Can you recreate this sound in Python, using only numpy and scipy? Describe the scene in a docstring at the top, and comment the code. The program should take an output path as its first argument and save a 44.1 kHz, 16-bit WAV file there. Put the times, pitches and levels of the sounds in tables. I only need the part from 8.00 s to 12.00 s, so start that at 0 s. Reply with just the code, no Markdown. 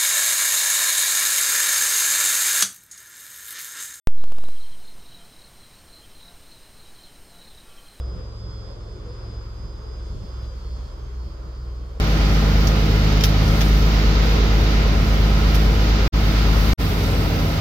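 """Outdoors by a pond. From the start, far-off engines drone and beat against each other under a steady
wash of traffic, while a thin whine, perhaps insects or a small fast motor, wanders between left and
right over a faint hiss. Soft low buffets, probably of air, come and go throughout. After a second a few
faint rustles join in. Towards three seconds one engine draws away, to return only faintly, and the
whine, sinking slowly in pitch all along, fades."""
import sys
import numpy as np
from scipy import signal
from scipy.fft import rfft, irfft
from scipy.io import wavfile

SR = 44100
rng = np.random.default_rng(int(sys.argv[2]) if len(sys.argv) > 2 else 0)


def output_pcm(signal):
    """Save a mono or channel-first signal as 16-bit PCM at the path in sys.argv[1].

    Samples are clipped to [-1, 1] before scaling.
    """
    pcm = np.clip(np.atleast_2d(signal).T, -1, 1) * 32767
    wavfile.write(sys.argv[1], SR, np.round(pcm).astype(np.int16))


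N = 176400

# Throb of the strongest engine tone. Each row: time in seconds, level in dB.
DRONE_LEVEL = [(0, -26.5), (.15, -31.5), (.4, -37), (.9, -40), (1.1, -41), (1.4, -35.5), (1.7, -35),
               (2.0, -32), (2.3, -34), (2.43, -28), (2.6, -36.5), (2.76, -28.5), (2.92, -40.5),
               (3.17, -29.5), (3.35, -37), (3.48, -35), (3.63, -33), (3.75, -32.5), (4, -32.5)]
# The engine tones around it. Each row: pitch in Hz, level in dB, waver in dB.
HUM_TONES = [(40.16, -38.5, 0.1), (122.14, -48.5, 0), (193, -65, 8), (342.6, -62, 6.5), (414, -66, 5.5),
             (436, -63.5, 1.5)]
# Harmonics of the departing engine. Each row: multiple of its pitch, relative level in dB.
MOTOR_HARMONICS = [(2, 1), (3, -16.5), (4, -16), (6, -18), (7, -14), (8, -19.5), (9, -22.5), (10, -17.5)]
# Its fader. Each row: time in seconds, level in dB.
MOTOR_LEVEL = [(0, -43), (.15, -42), (.4, -44.5), (.95, -42), (1.3, -43.5), (1.7, -44), (2.45, -46),
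               (2.9, -61), (4, -52)]

# Stereo image of all noise. Each row: frequency in Hz, side minus mid in dB, left minus right in dB.
STEREO_IMAGE = [(60, -12, -1.5), (120, -14.5, 2), (202, -15.5, -4), (397, -3.5, -1.7), (695, -5, -2),
                (1210, 0.5, -3.5), (2330, -0.5, -2), (3580, 2.5, 2.5), (4470, -7, -5.5), (5430, -1.5, -3),
                (6900, 1.5, -4), (8250, -1.5, 1.5), (14000, 1.5, -0.5)]
# Colours of the noise layers. Each row: frequency in Hz, relative spectral density in dB.
RUMBLE_COLOUR = [(10, -31), (20, -10), (32, -12), (50, 7), (85, -4), (140, -8), (200, -17), (255, -22),
                 (400, -19), (1000, -56.5)]
EXHAUST_COLOUR = [(150, -12.5), (280, -4.5), (350, -5), (450, 0.5), (550, -2), (640, -6.5), (800, -15),
                  (1500, -47.5)]
TYRE_COLOUR = [(400, -31), (800, -7), (1050, 0), (1380, -3), (1700, -11.5), (2500, -16.5), (4000, -19),
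               (8000, -44.5)]
HISS_COLOUR = [(1200, -18), (2500, -10), (3300, 2), (4000, -4), (4600, -2), (5200, 1), (5650, -7.5),
               (6700, -3), (7700, -9.5), (10000, -18.5), (12500, -38.5), (15500, -39)]
SHEEN_COLOUR = [(8000, -16), (11000, -13), (13500, -3), (15500, -3)]  # the very top of the hiss
BUFFET_COLOUR = [(10, -49), (25, -8), (45, -1.5), (80, 4), (130, -9), (180, -6), (270, -19.5), (500, -28),
                 (1000, -66.5)]
RUSTLE_COLOUR = [(500, -6), (900, 3), (2000, -1), (3200, -2), (4500, 3), (6000, -14), (12000, -22)]
# Faders of the noise beds. Each row: time in seconds, level in dB.
RUMBLE_LEVEL = [(0, -43), (.9, -42), (1.4, -41), (2.4, -39.5), (4, -41.5)]
EXHAUST_LEVEL = [(0, -46.5), (.17, -47), (.4, -50.5), (.7, -48), (.9, -49), (1.1, -50.5), (1.33, -48),
                 (1.46, -52), (1.85, -49.5), (2.1, -48.5), (2.45, -51), (2.9, -49), (3.13, -53),
                 (3.3, -50.5), (3.72, -51.5), (4, -47)]
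TYRE_LEVEL = [(0, -52), (.35, -51.5), (.6, -53), (.7, -50.5), (.8, -52.5), (1.0, -52.5), (1.23, -49.5),
              (1.67, -53.5), (1.83, -51), (2.15, -52.5), (2.42, -50), (2.65, -52.5), (2.88, -51.5),
              (3.1, -52), (4, -53)]
HISS_LEVEL = [(0, -60.5), (1.9, -61.5), (2.08, -58), (2.55, -60), (2.85, -58.5), (3.1, -62.5), (4, -62)]
SHEEN_LEVEL = [(0, -92), (1.3, -87), (1.45, -72), (1.9, -76), (2.35, -70), (4, -70.5)]
# Brief exhaust swells. Each row: peak time in seconds, level in dB, half length in seconds, centre in Hz.
EXHAUST_SWELLS = [(0.187, -48, 0.026, 510), (0.706, -43, 0.02, 554), (0.967, -51, 0.026, 360),
                  (1.09, -43.5, 0.028, 480), (1.25, -48, 0.026, 365), (1.886, -46.5, 0.036, 438),
                  (2.65, -56, .08, 463), (3.03, -53, 0.13, 399), (3.34, -53.5, 0.2, 330)]

# Glide of the whine's main partial, which the others follow. Each row: time in seconds, pitch in Hz.
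WHINE_GLIDE = [(0, 4990), (.65, 4986), (.85, 4972), (1.1, 4964), (1.35, 4971), (1.6, 4973), (1.9, 4969),
               (2.15, 4954), (2.7, 4945), (3.1, 4938), (4, 4933)]
# Moves of the main partial. Each row: time in seconds, level in dB relative to MAIN_DB,
# left minus right in dB, phase lead of the left side in cycles.
WHINE_MOVES = [(0, -3, 1, 0), (.12, -1, 3, -.1), (.2, -5.5, 11, -.25), (.35, -3, -1, -.5), (.5, 1, -1, -.3),
               (.65, -3.5, -9, -.38), (.73, -2.5, -7, -.36), (.79, -13, -2, -.5), (.93, -6.5, -8, -.1),
               (1.02, -15, -4, 0), (1.1, -4, 2, 0), (1.25, -6, 9, -.1), (1.38, -3, 5, -.12),
               (1.52, -9, 3, -.5), (1.6, -7, -8, -.9), (1.71, -3.5, -5, -1), (1.79, -10, -1, -.9),
               (1.95, -3, -8, -.85), (2.06, -6, 8, -1), (2.16, -10, 2, -.5), (2.3, -4.5, -6, .1),
               (2.5, -6.5, 9, .22), (2.6, -17, 2, .5), (2.72, -5.5, -2, 1), (2.87, -14, -1, 1.2),
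               (3.0, -11, 0, 1.25), (3.17, -17, -2, 1.5), (3.26, -11.5, -8, 2), (3.36, -11.5, -8, 2.2),
               (3.44, -19, 0, 2.2), (3.62, -11, 3, 2), (3.79, -13, 1, 1.9), (3.87, -19, 0, 1.8),
               (4, -14, -4, 1.9)]
# The weaker partials. Each row: starting pitch in Hz, peak in dB relative to WEAK_DB,
# peak time in seconds, half length in seconds, reflected share of the amplitude.
WEAK_PARTIALS = [(3185, -9, 3.2, 1.5, .7), (3328, -.5, .58, .115, .15), (3328, -6.5, .15, .16, .3),
                 (3331, -6, 2.8, .3, .4), (3477, -4.5, .8, .7, .4), (3477, -4, 2.35, .4, .4),
                 (3719, -9, .5, .25, .6), (4404, -6, .8, .6, .6), (4398, -4, 2.2, .16, .4),
                 (4398, .5, 2.72, .14, .25), (4398, -1, 3.24, .09, .25), (4398, -6, 3.75, .25, .5),
                 (4597, -9, 2, 2, .7), (4670, -8, 2.6, 1.4, .7), (4839, -3.5, .9, 1, .55),
                 (4839, -1, 1.9, .15, .3), (4839, -2, 2.6, .13, .3), (4839, -1, 3.52, .18, .3),
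                 (5151, -2.5, .9, 1.0, .7), (5141, -3, 2.85, .55, .7), (5307, -7, 2.6, 1.4, .7),
                 (5465, -13, 2, 2, .7), (6220, -11, 2.8, .9, .7), (6519, -10, 2.0, 1.4, .7)]
MAIN_DB, WEAK_DB = -52, -62

# Soft low buffets. Each row: peak time in seconds, level in dB, half length in seconds.
BUFFET_SWELLS = [(.02, -42, 0.028), (.165, -33, 0.034), (.5, -37, 0.052), (.92, -47.5, 0.086),
                 (1.07, -44.5, 0.038), (1.63, -36.5, 0.035), (2.155, -30.5, 0.024), (2.235, -31, 0.015),
                 (2.45, -38, 0.035), (2.76, -36.5, .035), (2.86, -43.5, 0.015), (3.26, -39, 0.025),
                 (3.47, -39.5, 0.027), (3.62, -44, 0.054)]
# Rustles. Each row: peak time in seconds, level in dB, half length in seconds, tilt in dB per octave.
RUSTLE_SWELLS = [(1.22, -64, .04, -1), (1.35, -62, .025, -1), (1.63, -63, .012, -1), (2.443, -55.5, .02, 0),
                 (2.86, -59.5, .026, 2.5)]

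SIDES = np.array([[1], [-1]])  # left, right
TIME = np.arange(N) / SR
FROM_MIDDLE = TIME - N / 2 / SR  # seconds; engine pitches are set for mid-scene


def undb(db):
    """Decibels to gain."""
    return 10 ** (np.asarray(db) / 20)


def curve(rows, column=1):
    """An automation lane: one column of a time table, joined by straight lines."""
    rows = np.array(rows)
    return np.interp(TIME, rows[:, 0], rows[:, column])


def across(rows, hz, column=1):
    """An EQ curve: one column of a frequency table, read on a log axis."""
    rows = np.array(rows)
    return np.interp(np.log(np.maximum(hz, 1)), np.log(rows[:, 0]), rows[:, column])


def drift(rate):
    """Smooth random motion with spread 1 that changes about `rate` times a second."""
    size, steps_per_s = 4096, 500
    lowpass = np.exp(-2 * (np.arange(size // 2 + 1) * steps_per_s / size / rate) ** 2)
    slow = irfft(rfft(rng.standard_normal(size)) * lowpass) / np.sqrt(np.mean(lowpass ** 2))
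    return np.interp(TIME * steps_per_s, np.arange(size), slow)


def wash(colour, flicker_db, rate):
    """Coloured stereo noise near unit level; each octave swells and sinks by itself."""
    hz = np.arange(N // 2 + 1) * SR / N
    gain, width = undb(across(colour, hz)), undb(across(STEREO_IMAGE, hz))
    pan = undb(SIDES * across(STEREO_IMAGE, hz, column=2) / 2)
    mid, side = rfft(rng.standard_normal((2, N)))
    stereo = (mid + SIDES * width * side) / np.hypot(1, width) * pan
    spectrum = stereo * gain / np.sqrt(np.mean(gain ** 2))
    octave = np.log2(np.maximum(hz, 1) / 10)
    bands = (irfft(spectrum * np.maximum(1 - abs(octave - k), 0), N) for k in range(12))
    return sum(band * undb(flicker_db * drift(rate)) for band in bands)


def swell(at, db, half):
    """A bell-shaped fade up and down, peaking at `at` seconds."""
    return undb(db) * np.exp(-((TIME - at) / half) ** 2 / 2)


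def tone(hz):
    """An oscillator: a turning phasor whose real part has unit level."""
    return np.sqrt(2) * np.exp(2j * np.pi * (np.cumsum(hz) / SR + rng.random()))


def far_engines(drone_hz=61.9, sag_per_s=.00313):
    """Low engine tones that sag slightly, waver and beat against each other."""
    speed = 1 - sag_per_s * FROM_MIDDLE + .00379 * drift(3.17)
    drone = tone(drone_hz * speed).real * undb(curve(DRONE_LEVEL) + .7 * drift(10))
    hum = sum(tone(hz * speed).real * undb(db + waver * drift(9.6)) for hz, db, waver in HUM_TONES)
    return drone + hum


def departing_motor(pitch_hz=52.05, sag_per_s=.008):
    """An engine slows a little and draws away; each harmonic fades in and out by itself."""
    hz = pitch_hz * (1 - sag_per_s * FROM_MIDDLE + .0028 * drift(5.1))
    harmonics = sum(tone(k * hz).real * undb(db + 2.6 * drift(7.8)) for k, db in MOTOR_HARMONICS)
    return harmonics * undb(curve(MOTOR_LEVEL))


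def traffic():
    """Rumble, exhaust roar and tyre wash, dulled by distance and swelling on the air."""
    rumble = wash(RUMBLE_COLOUR, flicker_db=1, rate=22) * undb(curve(RUMBLE_LEVEL))
    exhaust = wash(EXHAUST_COLOUR, flicker_db=1.4, rate=16) * undb(curve(EXHAUST_LEVEL))
    skirt = 1.11  # frequency ratio at which a swell is 30 dB down
    for at, db, half, hz in EXHAUST_SWELLS:
        band = [(hz / skirt**2, -70), (hz / skirt, -30), (hz, 0), (hz * skirt, -30), (hz * skirt**2, -70)]
        exhaust += wash(band, flicker_db=0, rate=10) * swell(at, db, half)
    tyres = wash(TYRE_COLOUR, flicker_db=1.1, rate=18) * undb(curve(TYRE_LEVEL))
    return rumble + exhaust + tyres


def hiss():
    """A smooth bed of air and leaves; its top sheen opens up at about 1.4 seconds."""
    bed = wash(HISS_COLOUR, flicker_db=.5, rate=20) * undb(curve(HISS_LEVEL))
    sheen = wash(SHEEN_COLOUR, flicker_db=1.5, rate=12) * undb(curve(SHEEN_LEVEL))
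    return bed + sheen


def whine_partial(hz, share, lead_cycles, fade_rate=19):
    """A thin tone that reaches one side first; shifting reflections fade it differently on each side."""
    reflected = np.array([drift(fade_rate) + 1j * drift(fade_rate) for _ in SIDES]) / np.sqrt(2)
    direct = np.exp(1j * np.pi * lead_cycles * SIDES) * np.sqrt(1 - share ** 2)
    return (tone(hz) * (direct + share * reflected)).real


def whine():
    """A cluster of thin partials sinking together; the main one surges and wanders between the sides."""
    pitch = curve(WHINE_GLIDE) * (1 + .00028 * drift(18))
    glide = pitch / WHINE_GLIDE[0][1]
    pan_db = SIDES * curve(WHINE_MOVES, column=2) / 2
    main = whine_partial(pitch, share=.15, lead_cycles=curve(WHINE_MOVES, column=3))
    main *= undb(MAIN_DB + curve(WHINE_MOVES) + pan_db)
    weak = sum(whine_partial(hz * glide, share, lead_cycles=-.23) * swell(at, WEAK_DB + db, half)
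               for hz, db, at, half, share in WEAK_PARTIALS)
    return main + weak


def buffets():
    """Soft bumps of bass noise, probably puffs of air."""
    return wash(BUFFET_COLOUR, flicker_db=1, rate=5.4) * sum(swell(*row) for row in BUFFET_SWELLS)


def rustles():
    """Faint, short brushes of fluttering noise, some brighter than others."""
    out = 0
    for at, db, half, tilt in RUSTLE_SWELLS:
        colour = [(hz, level + tilt * np.log2(hz)) for hz, level in RUSTLE_COLOUR]
        out = out + wash(colour, flicker_db=1.5, rate=90) * swell(at, db, half)
    return out


def scene():
    """The full mix at the water's edge."""
    return far_engines() + departing_motor() + traffic() + buffets() + hiss() + rustles() + whine()


def record(dry):
    """A steep high cut takes the very top off the mix."""
    return signal.sosfilt(signal.ellip(10, .1, 80, 15500, fs=SR, output="sos"), dry)


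dry = scene()
out = record(dry)
output_pcm(out)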